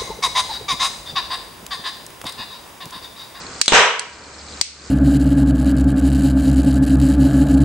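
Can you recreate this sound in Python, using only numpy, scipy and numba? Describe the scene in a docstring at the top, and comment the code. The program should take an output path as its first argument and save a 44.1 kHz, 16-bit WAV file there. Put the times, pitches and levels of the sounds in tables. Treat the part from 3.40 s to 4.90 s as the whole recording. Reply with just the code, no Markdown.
"""Water fizzes in a bucket over a low hum, and a hand-held spark igniter clicks above it.
One gas bubble cracks, then the whole raft of bubbles explodes with a bang that sets the air in the
bucket ringing and fills the room. Two more clicks follow as tiny bubbles keep bursting.
The recorder turns itself down at every loud sound and creeps back up."""
import sys
import numpy as np
from scipy import signal
from scipy.fft import rfft, irfft
from scipy.io import wavfile
from numba import njit

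SR = 44100
rng = np.random.default_rng(int(sys.argv[2]) if len(sys.argv) > 2 else 0)


def to_wav(s):
    """Save 16-bit WAV."""
    ch = np.atleast_2d(s).T  # columns
    pcm = np.round(np.clip(ch, -1, 1) * 32767)  # PCM
    wavfile.write(sys.argv[1], SR, pcm.astype(np.int16))


N = 66150
T = np.arange(N) / SR

# Levels are relative. Pan above 0 is to the left. Likeness 1 means left and right are the same.
# the raft's chain of explosions: t/s, level/dB, length of the push/s, pan/dB
BLASTS = [(.3210, -2, 0.00049, 18), (0.3237, -10, .0004, -28.5), (0.3237, -21, 0.00026, 13),
          (0.3262, -9.5, .0005, -23), (0.3308, -3.5, 0.00015, -4), (.3340, -2, 0.00026, -10),
          (0.339, -2, 0.0005, -3)]
# tones of the air in the bucket: f/Hz, level/dB, fade/s (a fade is the time to drop 60 dB)
BUCKET_TONES = [(435.6, -4, 0.43), (508, 5.5, 0.33), (608, -19, 0.25), (960, -4.5, 0.56), (980, 4, 0.44),
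                (1056, -5, 0.38), (1067, -2.5, 0.47), (1148, -12, 0.27), (1290, -1, 0.32), (1507, -1, 0.41),
                (1581, -0.5, 0.46), (1897, -4, 0.45), (2358, -16.5, 0.75), (2885, -3.5, 0.48)]
# noise of the bang: f/Hz, level/dB
BANG_COLOUR = [(40, -32), (150, -8), (300, 0), (370, -2), (470, 1.5), (700, 3), (1000, 2), (1600, 1.5),
               (2300, -1), (2850, -1.5), (3600, -6), (4500, -15.5), (6000, -6), (9000, -19)]
# tones of the first bubble's crack: f/Hz, level/dB, fade/s
CRACK_TONES = [(1567, -12, .008), (2331, -12, .01), (3000, -9, .011), (3472, -2, .018), (4005, 0, .02),
               (4511, -6, .015), (6200, -9, .012), (7500, -9, .011), (8600, -10, .008)]
# echo of the crack: f/Hz, level/dB
CRACK_ECHO_COLOUR = [(100, -15), (300, -7.5), (600, -5.5), (2000, -4), (3600, 4.5), (5000, -11.5),
                     (6300, 0), (9000, -5)]
# igniter clicks: t/s, level/dB, length/s, brightness/(dB per octave), pan/dB, echo/dB
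CLICKS = [(0.214, 13, .0016, 10, -6, -6), (0.2586, -2, .0003, 0, 1, -12), (0.5937, -3, .0015, 34.5, -6, -4),
          (1.2123, 7, .0011, 17.5, 18, -2)]
# hammer hits within a click: delay/click length, level/dB
HAMMER_HITS = [(0, -13), (0.552, -9), (0.998, -1)]
# tones of the igniter's body: f/Hz, level/dB
IGNITER_TONES = [(1400, -35), (2450, -4), (3900, -62), (4600, 3), (4950, 0.5), (5600, -4), (6400, -7),
                 (8000, -14), (8650, -21.5)]
# rattle of the igniter's parts: f/Hz, level/dB
RATTLE_COLOUR = [(200, -31), (1200, -12.5), (2400, -3), (3500, -10), (4700, 6), (6000, -3.5), (8500, 1.5)]
# echo of the clicks: f/Hz, level/dB
CLICK_ECHO_COLOUR = [(100, -36), (1300, -43), (2300, -3), (3500, -4.5), (5000, 5.5), (6500, -3.5),
                     (9000, -2.5)]
# tiny bursting bubbles: f/Hz, level/dB
FIZZ_COLOUR = [(1500, -16), (3000, -5), (3800, -1), (4500, 1.5), (5400, -0.5), (6200, 0), (7700, 1.5),
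               (9000, -7.5)]
# slow swells: t/s, fizz and ping level/dB, air level/dB
SWELLS = [(0, 0.5, 2), (.2, 1, 0.5), (.6, 6, 2.5), (.8, 0, 3.5), (1.0, -1, -1.5), (1.2, 1, 0),
          (1.35, 0.5, -1), (1.45, 3.5, 2.5)]
# rush of air: f/Hz, level/dB
AIR_COLOUR = [(30, -3), (64, 4.5), (120, 3), (450, 4.5), (750, 1), (1400, 3.5), (2000, -3), (2400, -1),
              (2900, -8.5), (9000, -54)]
# stereo width of the rush: f/Hz, likeness
AIR_LIKENESS = [(150, 1), (600, 0.9), (1200, 0.85), (2000, .4), (3200, 0.11), (9000, .2)]
# tones of the hum: f/hum pitch, level/dB
HUM_TONES = [(1, -60), (2, -74.5), (3, -71), (4, -70.5)]
# rise and fall of the hum: t/s, level/dB
HUM_LEVEL = [(0, 1), (.2, 14), (.8, 12.5), (1.15, 21.5), (1.5, 21)]
# how long the room echoes: f/Hz, fade/s
ROOM_FADE = [(100, 0.46), (300, 0.36), (550, 0.37), (1200, 0.39), (3000, 0.4), (5000, 0.36), (9000, 0.29)]
# stereo width of the room: f/Hz, likeness
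ROOM_LIKENESS = [(250, 1), (600, 0.94), (1200, 0.68), (2000, 0.33), (3200, 0.3), (5000, -0.08),
                 (7500, 0.019)]

BUCKET_BUILD_S, ROAR_DELAY_S, ROAR_LOW_HZ = 0.045, .004, 415
SURGE_HZ, SURGE_DB, SURGE_FADE_S = 30, -3, 0.18
CRACK_AT_S, IGNITER_FADE_S, ECHO_BUILD_S = .2804, .007, 0.0013
FIZZ_PER_S, FIZZ_LIKENESS, HUM_HZ = 4500, 0.43, 72
PINGS_PER_S, PING_SPREAD_DB, PING_CYCLES, PING_LOW_HZ, PING_HIGH_HZ = 200, 18, 65, 3970, 5400
MIC_LIMIT_DB, MIC_TOP_HZ, RECORDER_TOP_HZ = 19, 8745, 10207
DUCK_ATTACK_S, DUCK_RELEASE_S, DUCK_AIM_DB = 0.00045, 0.17, -1.5


def bang():
    """A chain of shocks pushes the air; the bucket's ring and the room's roar swell up behind it."""
    start = BLASTS[0][0]
    shocks = sum(placed(-from_db(22 + db) * shock(s, length), pan) for s, db, length, pan in BLASTS)
    early_echoes = from_db(16.5) * burst(BANG_COLOUR, BLASTS, fade_s=0.019)
    bucket = from_db(9.5) * ring(BUCKET_TONES, start) * build_up(T - start, BUCKET_BUILD_S)
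    surge = ring([(SURGE_HZ, SURGE_DB, SURGE_FADE_S)], start)  # slow push of the expanding gas
    roar = from_db(53.5) * room(impulse(start + ROAR_DELAY_S), BANG_COLOUR, build_s=0.032)
    # the bucket gives off little below its lowest tone
    bass_cut = signal.cheby1(6, .5, ROAR_LOW_HZ, "high", fs=SR, output="sos")
    roar = signal.sosfilt(bass_cut, roar) + from_db(-15.5) * roar
    return shocks + early_echoes + placed(bucket + surge) + roar


def first_bubble():
    """One bubble cracks: a small shock with a short, bright ring, and its echo."""
    pulse = from_db(5.5) * shock(CRACK_AT_S, length_s=0.00031)
    crack = cut_lows(from_db(24) * (ring(CRACK_TONES, CRACK_AT_S) - pulse), hz=253, order=2)
    return placed(crack) + from_db(35.5) * room(impulse(CRACK_AT_S), CRACK_ECHO_COLOUR, ECHO_BUILD_S)


def igniter():
    """Each click is three quick hits of the spring hammer, a brief rattle and an echo."""
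    tones = [(hz, db, IGNITER_FADE_S) for hz, db in IGNITER_TONES]
    direct, to_room = 0, 0
    for s, db, length, tilt_db, pan_db, echo_db in CLICKS:
        click = sum(from_db(hit_db) * ring(tones, s + share * length, tilt_db)
                    for share, hit_db in HAMMER_HITS)
        direct += from_db(db) * placed(cut_lows(click, hz=1560, order=4), pan_db)
        to_room += from_db(db + echo_db) * impulse(s)
    rattle = from_db(-1.5) * burst(RATTLE_COLOUR, CLICKS, fade_s=0.029)
    return direct + rattle + from_db(15.5) * room(to_room, CLICK_ECHO_COLOUR, ECHO_BUILD_S)


def fizz():
    """Thousands of tiny bubbles burst at the surface every second."""
    sizes = from_db(np.minimum(rng.exponential(1, (2, N)), 5)) * rng.choice([-1, 1], (2, N))
    pops = sizes * (rng.random((2, N)) < FIZZ_PER_S / SR)
    hz = np.arange(N // 2 + 1) * SR / N + 1
    mid, side = irfft(rfft(pops) * from_db(at_hz(FIZZ_COLOUR, hz)), N)
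    return at_level(stereo(mid, side, FIZZ_LIKENESS), db=-38)


def pings():
    """Larger bubbles ring briefly as they burst, each at its own pitch and place."""
    out, age = np.zeros((2, N + SR)), T[:SR // 25]
    draws = rng.random((600, 4))
    times = np.cumsum(-np.log(1 - draws[:, 0])) / PINGS_PER_S
    for s, (_, pitch, size, place) in zip(times[times < T[-1]], draws):
        hz = PING_LOW_HZ * (PING_HIGH_HZ / PING_LOW_HZ) ** pitch
        level = from_db(PING_SPREAD_DB * size - 60 * age * hz / PING_CYCLES)
        ping = level * np.sin(2 * np.pi * hz * age)
        start = int(s * SR)
        out[:, start:start + len(age)] += np.outer(np.sqrt([place, 1 - place]), ping)
    return at_level(out[:, :N], db=-44)


def air_and_hum():
    """A soft rush of air and a low hum, as from a small fan."""
    air = at_level(noise(AIR_COLOUR, AIR_LIKENESS), db=-37.5)
    hum = sum(from_db(db) * np.sin(2 * np.pi * (k * HUM_HZ * T + rng.random())) for k, db in HUM_TONES)
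    return swell(SWELLS, column=2) * air + swell(HUM_LEVEL) * hum


def room(x, colour, build_s):
    """Echoes from the walls thicken, then die away, each pitch range at its own speed."""
    tail = sum(band * from_db(-60 * T / at_hz(ROOM_FADE, hz))
               for hz, band in noise_bands(colour, ROOM_LIKENESS))
    tail *= build_up(T, build_s)
    tail /= np.sqrt(np.mean(np.sum(tail ** 2, axis=1)))
    return signal.fftconvolve(x[None], tail, axes=1)[:, :N]


def ring(tones, s, tilt_db=0):
    """Fading tones struck at time s, made brighter by tilt_db per octave."""
    age, centre_hz = np.maximum(T - s, 0), np.mean([tone[0] for tone in tones])
    out = 0
    for hz, db, fade_s in tones:
        level_db = db + tilt_db * np.log2(hz / centre_hz) - np.minimum(60 * age / fade_s, 300)
        out += from_db(level_db) * np.sin(2 * np.pi * hz * age)
    return out


def shock(s, length_s):
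    """A sudden push of air, followed by a weaker pull."""
    age = np.clip((T - s) / length_s, 0, 100)
    return (T >= s) * (1 - age) * np.exp(-age)


def burst(colour, hits, fade_s):
    """Noise that jumps up at each hit and dies quickly."""
    level = sum((T >= s) * from_db(db - np.minimum(60 * np.abs(T - s) / fade_s, 300))
                for s, db, *_ in hits)
    return level * at_level(noise(colour, ROOM_LIKENESS), db=0)


def noise(colour, likeness):
    """Steady stereo noise; its colour says how strong each pitch is."""
    return sum(band for _, band in noise_bands(colour, likeness))


def noise_bands(colour, likeness):
    """Stereo noise in slices a third of an octave wide, as (Hz, slice)."""
    edges, white = 25 * 2 ** (np.arange(27) / 3), rng.standard_normal((2, 2, N + 8000))
    for k, (low, high) in enumerate(zip(edges, edges[1:])):
        band_pass = signal.butter(2, [low, high], "band", fs=SR, output="sos")
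        mid, side = signal.sosfilt(band_pass, white[k % 2])[:, -N:]
        hz = np.sqrt(low * high)
        yield hz, from_db(at_hz(colour, hz)) * stereo(mid, side, at_hz(likeness, hz))


def stereo(mid, side, likeness):
    """Left and right share mid and get side with opposite signs."""
    return np.sqrt(1 + likeness) * mid + np.sqrt(1 - likeness) * np.array([side, -side])


def placed(x, pan_db=0, left_lag_s=.00003):
    """Direct sound, reaching the right side just before the left."""
    hz = np.arange(N + 1) * SR / (2 * N)
    left = irfft(rfft(x, 2 * N) * np.exp(-2j * np.pi * left_lag_s * hz))[:N]
    return np.array([left * from_db(pan_db / 2), x * from_db(-pan_db / 2)])


def cut_lows(x, hz, order):
    """Weaken everything below hz."""
    return signal.sosfilt(signal.butter(order, hz, "high", fs=SR, output="sos"), x + 1e-18)


def build_up(age, build_s):
    """A smooth rise from 0 to 1."""
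    return 1 - np.exp(-(age / build_s) ** 2)


def impulse(s):
    """A one-sample tick at time s."""
    return signal.unit_impulse(N, int(s * SR))


def swell(table, column=1):
    """Volume over time from a table's dB column."""
    columns = np.transpose(table)
    return from_db(np.interp(T, columns[0], columns[column]))


def at_hz(table, hz):
    """Read between a table's rows, with octaves evenly spaced."""
    pitches, values = np.transpose(table)
    return np.interp(np.log(hz), np.log(pitches), values)


def at_level(x, db):
    """Set the average (rms) level."""
    return from_db(db) * x / np.sqrt(np.mean(x ** 2) + 1e-20)


def from_db(db):
    """Turn decibels into a multiplier."""
    return 10 ** (np.asarray(db) / 20)


def scene():
    """Clicks, crack and bang over the fizzing bucket."""
    return igniter() + first_bubble() + bang() + swell(SWELLS) * (fizz() + pings()) + air_and_hum()


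@njit
def follow(level, attack, release, rush):
    """Track loudness: rise fast, sink slowly; rush speeds the sinking from high levels."""
    out, held = np.zeros(len(level)), 0.
    for i in range(len(level)):
        rate = attack if level[i] > held else release * (1 + rush * held)
        held += (level[i] - held) * rate
        out[i] = held
    return out


def record(dry):
    """The microphone overloads and loses treble; the volume ducks too late, so the first peaks clip."""
    limit = from_db(MIC_LIMIT_DB)
    overloaded = limit * np.tanh(dry / limit)
    mic = signal.sosfilt(signal.cheby1(10, .3, MIC_TOP_HZ, fs=SR, output="sos"), overloaded)
    held = follow(np.abs(mic).max(axis=0), 1 / (DUCK_ATTACK_S * SR), 1 / (DUCK_RELEASE_S * SR), 0.013)
    ducked = np.clip(mic / (1 + held / from_db(DUCK_AIM_DB)), -1, 1)
    return signal.sosfilt(signal.ellip(6, .2, 30, RECORDER_TOP_HZ, fs=SR, output="sos"), ducked)


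dry = scene()
out = record(dry)
to_wav(out)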